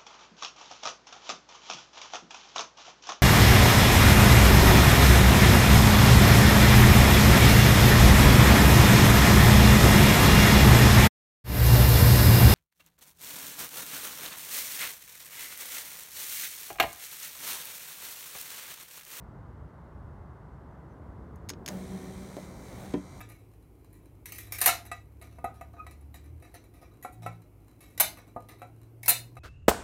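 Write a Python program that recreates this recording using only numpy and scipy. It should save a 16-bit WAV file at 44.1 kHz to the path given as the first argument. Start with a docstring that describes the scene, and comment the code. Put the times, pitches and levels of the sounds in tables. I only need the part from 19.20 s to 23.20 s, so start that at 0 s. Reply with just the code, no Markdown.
"""Outdoors by a plywood wall, a rocker switch clicks and a small geared motor winches up a wooden hatch.
The motor's brushes scratch the same pattern on every turn and its gears whine; it slows and hisses
under load. The hatch sticks and slips in its guides, so it judders and scrapes, and it bumps the wall
as the drive starts and twice more on the way up. Behind it are a low wind rumble and faint birds."""
import sys
import numpy as np
from scipy import signal
from scipy.fft import rfft, irfft
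from scipy.io import wavfile
from scipy.ndimage import uniform_filter1d, map_coordinates

SR = 44100
rng = np.random.default_rng(int(sys.argv[2]) if len(sys.argv) > 2 else 0)


def put_to_file(sound):
    """Save the sound as 16-bit audio at rate SR, in the file named by the first command-line argument."""
    columns = np.atleast_2d(sound).T  # one column per channel
    safe = np.clip(columns, -1, 1)
    whole_steps = np.round(safe * 32767)
    wavfile.write(sys.argv[1], SR, whole_steps.astype(np.int16))


N = 176400  # 4 seconds


def undb(db):
    """Turn decibels into a number to multiply by."""
    return 10 ** (np.asarray(db) / 20)


def unit(x):
    """Scale a signal to an average (rms) strength of 1."""
    return x / np.sqrt(np.mean(x ** 2))


def curve(rows):
    """Join (time [s], value) rows with straight lines."""
    return np.interp(np.arange(N) / SR, *np.array(rows, float).T)


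def fade(t, t60):
    """Die away by 60 dB every t60 seconds."""
    return np.exp(-np.log(1000) * np.maximum(t, 0) / t60)


def wander(rate_hz):
    """A smooth random wobble, about 1 in size."""
    hold = int(SR / rate_hz)
    steps = np.repeat(rng.standard_normal(N // hold + 1), hold)
    return unit(uniform_filter1d(uniform_filter1d(steps, hold), hold)[:N])


def colour(x, points):
    """Make some pitches louder and others softer, following (frequency [Hz], gain [dB]) rows."""
    hz, db = np.array(points, float).T
    size = 2 * N
    freqs = np.maximum(np.arange(N + 1) * SR / size, 1)
    gain = undb(np.interp(np.log(freqs), np.log(hz), db))
    cepstrum = irfft(np.log(gain))
    cepstrum[1:N] *= 2  # folded so the filter rings only after a sound, never before
    cepstrum[N + 1:] = 0
    return irfft(rfft(x, size) * np.exp(rfft(cepstrum)))[:N]


def keep_side(x, hz, side):
    """Keep the "low" or "high" side of a frequency, with a gentle slope."""
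    return signal.sosfilt(signal.butter(2, hz, side, fs=SR, output="sos"), x)


def grains(spread_db):
    """Gritty noise: a crowd of tiny clicks of uneven size."""
    return unit(rng.standard_normal(N) * undb(spread_db * np.minimum(rng.exponential(size=N), 4)))


def wind():
    """Steady distant air whose low rumble swells and flutters, plus a soft rustle."""
    # tone of the outdoor air (frequency [Hz], gain [dB])
    air_tone = [(12, -57.5), (20, -37), (41, -7.5), (68, 0.5), (101, -6.5), (130, -4), (204, -13),
                (399, -18), (499, -21), (542, -20), (759, -21.5), (976, -20.5), (1480, -28), (1910, -36),
                (2080, -36), (2320, -46), (4810, -55), (14700, -63), (16000, -72)]
    # swell of the rumble against the steady air (time [s], gain [dB])
    swell = [(0, 1.5), (.38, -0.5), (.44, 5.5), (.5, -3.5), (.8, 0), (1.35, -0.5), (1.7, -2), (2.15, 3),
             (2.6, -3), (3.3, 1), (3.55, 0.5), (3.85, -1), (4, -0.5)]
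    # tone of the rustle (frequency [Hz], gain [dB])
    rustle_tone = [(60, -30), (170, 2), (330, -2.5), (500, -7.5), (1000, -26), (3000, -51.5)]
    # loudness of the rustle (time [s], level [dB])
    rustle_level = [(0, -85.5), (1.4, -63), (1.65, -58), (1.9, -54), (2.2, -54), (2.35, -49), (2.5, -47.5),
                    (3.6, -55.5), (4, -62)]
    air_db, rumble_hz, flutter_db = -46.5, 140, 2
    air = unit(colour(rng.standard_normal(N), air_tone))
    # filtering forwards, then backwards, keeps the rumble in step with the air
    rumble = keep_side(keep_side(air, rumble_hz, "low")[::-1], rumble_hz, "low")[::-1]
    gust = undb(curve(swell) + flutter_db * wander(7.4))
    rustle = unit(colour(rng.standard_normal(N), rustle_tone)) * undb(curve(rustle_level))
    return (air + rumble * (gust - 1)) * undb(air_db) + rustle


def birds(t):
    """Far birds give thin peeps with a wavering pitch."""
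    # peeps (start [s], length [s], pitch [Hz], level [dB])
    peeps = [(1.5, .04, 6100, -88), (1.687, 0.063, 6080, -81), (1.76, .05, 9450, -90),
             (1.84, .06, 9550, -89)]
    wavering_time = np.cumsum(1 + .015 * wander(150)) / SR
    out = np.zeros(N)
    for start, length, hz, db in peeps:
        arch = np.sin(np.pi * np.clip((t - start) / length, 0, 1))
        out += undb(db) * arch * np.sin(2 * np.pi * hz * wavering_time)
    return out


def switch(t):
    """The plastic rocker snaps sharply; each snap leaves a short, duller ring."""
    # tone of the plastic (frequency [Hz], gain [dB])
    plastic_tone = [(250, -10), (800, -5), (1650, 7), (2000, 3.5), (2330, -1), (2800, -2.5), (3300, -1),
                    (4500, -0.5), (5500, 3.5), (6000, -2.5), (6500, 9), (7400, -6), (9800, -4.5),
                    (11600, -6.5), (15500, -8)]
    # clicks (time [s], level [dB], low edge [Hz], high edge [Hz])
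    clicks = [(2.158, -58, 9800, 16000), (2.2885, -39.5, 1500, 16000), (2.293, -30.5, 2460, 16000),
              (2.301, -30, 1000, 13900), (2.335, -47, 1510, 4440), (2.4612, -32, 2430, 16000),
              (2.4778, -30, 800, 14000), (2.4861, -29.5, 2230, 16000)]
    rise_s, ring_db, ring_top_hz = .0006, -10, 7000
    plastic = colour(rng.standard_normal(N), plastic_tone)
    out = np.zeros(N)
    for start, db, low_hz, high_hz in clicks:
        age = t - start
        snap = unit(keep_side(keep_side(plastic, low_hz, "high"), high_hz, "low"))
        ring = undb(ring_db) * keep_side(np.roll(snap, int(start * SR)), ring_top_hz, "low")
        rise = np.clip(age / rise_s, 0, 1)
        out += undb(db) * rise * (snap * fade(age - rise_s, t60=.014) + ring * fade(age, t60=.071))
    return out


def plywood(push, struck):
    """The wall and hatch ring at their own pitches when rubbed or struck."""
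    # the wood's notes (pitch [Hz], gain when rubbed [dB], gain when struck [dB], time to fade 60 dB [s])
    notes = [(135.3, -1.5, -25, 0.42), (187, -4.5, -4.5, 0.27), (254.4, 1, -4, 0.15), (286.9, -10, 3, 0.14),
             (364, -2.5, 4.5, 0.07), (463, -22, -6.5, 0.1), (604, -11, -14, 0.2), (765.4, -11, -9.5, 0.076),
             (1014, -21, -8, 0.091), (1200, -37, -31, .08), (1816, -15, -10, 0.084), (2020, -24, -11, 0.1),
             (2630, -42, -21, 0.15), (3200, -24, -17, 0.13)]
    t = np.arange(SR // 2) / SR
    ring = sum(undb(hit_db if struck else rub_db) * np.sin(2 * np.pi * hz * t) * fade(t, t60)
               for hz, rub_db, hit_db, t60 in notes)
    return signal.fftconvolve(push, ring)[:N]


def knocks(t):
    """A thump as the switch is pressed, then bumps as the drive starts and the hatch catches: the wall rings,
    thuds and crunches."""
    # bumps (time [s], strength [dB], centre of the blow [Hz], width of the blow [Hz], crunch level [dB])
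    bumps = [(2.31, -42.5, 302, 198, -48), (2.492, -37, 980, 406, -46), (3.1676, -34, 570, 213, -36.5),
             (3.181, -39, 626, 295, -44), (3.738, -41.5, 1470, 2900, -34.5), (3.7411, -24.5, 330, 404, -30),
             (3.7745, -32.5, 227, 198, -44)]
    # tone of crunching wood (frequency [Hz], gain [dB])
    crunch_tone = [(150, -23), (400, 20), (1000, 1.5), (3000, -10), (6000, -15.5), (15000, -26)]
    thud_gain_db, thud_top_hz = 25.5, 4500
    push, crunch = np.zeros(N), np.zeros(N)
    wood_noise = colour(rng.standard_normal(N), crunch_tone)
    for start, db, hz, width, crunch_db in bumps:
        contact = signal.iirpeak(hz, hz / width, fs=SR)
        blow = np.zeros(N)
        blow[int(start * SR)] = undb(db)
        push += signal.lfilter(*contact, blow + 1e-18)  # the tiny offset keeps the filter fast
        burst = undb(crunch_db) * (t >= start) * fade(t - start, t60=.081)
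        crunch += unit(signal.lfilter(*contact, wood_noise)) * burst
    thud = undb(thud_gain_db) * keep_side(push, thud_top_hz, "low")
    return plywood(push, struck=True) + thud + crunch


def hatch_judder():
    """The hatch sticks and slips many times a second, which makes the wall hum."""
    # loudness of the low hum (time [s], level [dB])
    hum_level = [(2.48, -55), (2.52, -41.5), (2.56, -38), (2.6, -41), (2.64, -43), (2.68, -53),
                 (2.72, -40.5), (2.76, -37), (2.785, -54), (2.89, -46), (2.94, -49.5), (3.0, -47.5),
                 (3.14, -55), (3.3, -56), (3.5, -55.5), (3.65, -51), (3.73, -53), (3.85, -64), (4, -75)]
    # loudness of the buzz above the hum (time [s], level [dB])
    buzz_level = [(2.48, -54), (2.54, -49), (2.65, -53.5), (2.75, -47.5), (2.88, -48.5), (3.02, -51.5),
                  (3.14, -57.5), (3.4, -63.5), (3.65, -54), (3.75, -56), (4, -71)]
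    slip_hz, gap_spread, size_spread_db, hum_top_hz = 188.3, .025, 2.5, 210
    gap_chance, size_chance = rng.standard_normal((1000, 2)).T
    slip_times = np.cumsum(np.exp(gap_spread * gap_chance)) / slip_hz
    slips = np.bincount((slip_times * SR).astype(int), undb(size_spread_db * size_chance), N)[:N]
    judder = plywood(slips - slips.mean(), struck=False)
    hum = signal.sosfiltfilt(signal.butter(6, hum_top_hz, fs=SR, output="sos"), judder)
    even_hum = hum / np.sqrt(uniform_filter1d(hum ** 2, size=2000) + 1e-12)
    buzz = unit(judder - hum)
    return even_hum * undb(curve(hum_level)) + buzz * undb(curve(buzz_level))


def hatch_scrape():
    """The hatch's wooden edges rub along the guides."""
    # tone of the scrape (frequency [Hz], gain [dB])
    tone = [(60, -25.5), (115, 5), (200, 9), (350, -4.5), (600, 2), (900, -6), (1200, -12.5), (1600, -13),
            (3000, -25.5)]
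    # loudness of the scrape (time [s], level [dB])
    level = [(2.48, -42.5), (2.54, -43.5), (2.65, -53), (2.76, -50.5), (3.1, -53), (3.2, -50.5),
             (3.32, -53.5), (3.65, -45.5), (3.73, -58), (3.85, -65), (4, -57)]
    return unit(colour(grains(spread_db=4), tone)) * undb(curve(level))


def wall_echo(x):
    """Add the sound that bounces off the plywood close behind the motor."""
    delay_s, echo_db = .003, -9
    return x + undb(echo_db) * np.pad(x, (int(delay_s * SR), 0))[:N]


def gear_whine(turns):
    """Gear teeth meet 32 times a turn: a wavering whine, with a softer tone an octave below."""
    whine_db, lower_db, waver_db = -72, -75, 1.5
    phase = 2 * np.pi * 32 * turns
    whine = undb(whine_db + waver_db * wander(9)) * np.sin(phase)
    lower = undb(lower_db + waver_db * wander(5)) * np.sin(phase / 2)
    return whine + lower


def load_hiss(throb):
    """The motor hisses under load, pulsing with each turn."""
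    # tone of the hiss (frequency [Hz], gain [dB])
    tone = [(900, -13), (1700, 5), (2200, 11), (2800, -2), (3800, 7), (4900, -4), (6100, 3), (7200, -0.5),
            (9000, 2), (10400, -4.5), (12600, -6), (13500, -17), (15500, -23)]
    # loudness of the hiss (time [s], level [dB])
    level = [(2.5, -61), (2.65, -58.5), (2.95, -60.5), (3.24, -60.5), (3.28, -66), (3.41, -73),
             (3.45, -61.5), (3.73, -56.5), (3.755, -67), (4, -67)]
    return unit(colour(throb * grains(spread_db=2.5), tone)) * undb(curve(level))


def brush_whirr(turns, throb):
    """The brushes (sliding contacts) scratch the same pattern each turn and make the case ring."""
    # notes of the motor case (pitch [Hz], width [Hz], gain [dB])
    case_notes = [(2050, 170, 9.5), (2300, 43, 12), (3130, 240, 1), (4030, 370, 4.5), (4670, 110, 2.5),
                  (5380, 270, 1), (5900, 250, 8), (6240, 130, 1), (6450, 140, 1), (7360, 110, 4),
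                  (8300, 350, 1), (8800, 180, -1), (10740, 440, -5), (12400, 260, -20)]
    # broad tone of the case between its notes (frequency [Hz], gain [dB])
    case_tone = [(700, -3.5), (1400, -10.5), (2350, 9), (2600, -28), (3800, -18), (5050, -9), (7000, -12),
                 (9300, -11), (10000, -22), (12800, -17), (13500, -37), (15500, -12)]
    # loudness of the whirr (time [s], level [dB])
    level = [(2.5, -64), (2.65, -58.5), (2.95, -59), (3.22, -58.5), (3.3, -60), (3.4, -59.5), (3.5, -60),
             (3.72, -65.5), (3.78, -62.5), (3.86, -61), (4, -60)]
    grit_share = .05  # the part of the power that does not repeat
    overtones = undb(rng.uniform(-8, 4, size=301))
    one_turn = irfft(overtones * np.exp(2j * np.pi * rng.random(size=301)))
    scratch = unit(map_coordinates(one_turn, [turns % 1 * len(one_turn)], mode="grid-wrap"))
    brushes = throb * (np.sqrt(1 - grit_share) * scratch + np.sqrt(grit_share) * grains(spread_db=2.5))
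    ring = sum(undb(db) * signal.lfilter(*signal.iirpeak(hz, hz / width, fs=SR), brushes)
               for hz, width, db in case_notes)
    return unit(wall_echo(ring + colour(brushes, case_tone))) * undb(curve(level))


def motor():
    """One spinning shaft sets the pace of the whirr, the pulsing hiss and the whine."""
    # shaft speed, sagging under load (time [s], turns per second [Hz])
    speed = [(2.48, 68), (2.53, 73), (2.79, 73.9), (2.92, 73.6), (3.05, 72.8), (3.14, 72.8), (3.18, 69.8),
             (3.23, 69.6), (3.28, 72), (3.33, 72), (3.38, 72.6), (3.45, 67.6), (3.6, 66.7), (3.76, 66.5),
             (3.83, 72.3), (3.88, 71.8), (4, 72.1)]
    turn_hz = curve(speed) * (1 + .0003 * wander(20))  # never quite steady
    turns = np.cumsum(turn_hz) / SR
    throb = 1 + .2 * np.sin(2 * np.pi * turns)
    return brush_whirr(turns, throb) + load_hiss(throb) + gear_whine(turns)


def scene():
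    """Over wind and birds, the switch clicks and the motor and hatch start together."""
    start_s, fade_in_s = 2.478, .018
    t = np.arange(N) / SR
    running = np.clip((t - start_s) / fade_in_s, 0, 1)
    mix = wind() + birds(t) + switch(t)
    mix += running * (motor() + hatch_judder() + hatch_scrape())
    mix += knocks(t)
    return mix[None]  # one channel


def record(dry):
    """Cut the deepest rumble and the very highest treble."""
    low_cut_hz, top_hz = 33, 15800
    steep_cut = signal.ellip(10, .2, 70, top_hz, fs=SR, output="sos")
    return signal.sosfilt(steep_cut, keep_side(dry, low_cut_hz, "high"))


dry = scene()
out = record(dry)
put_to_file(out)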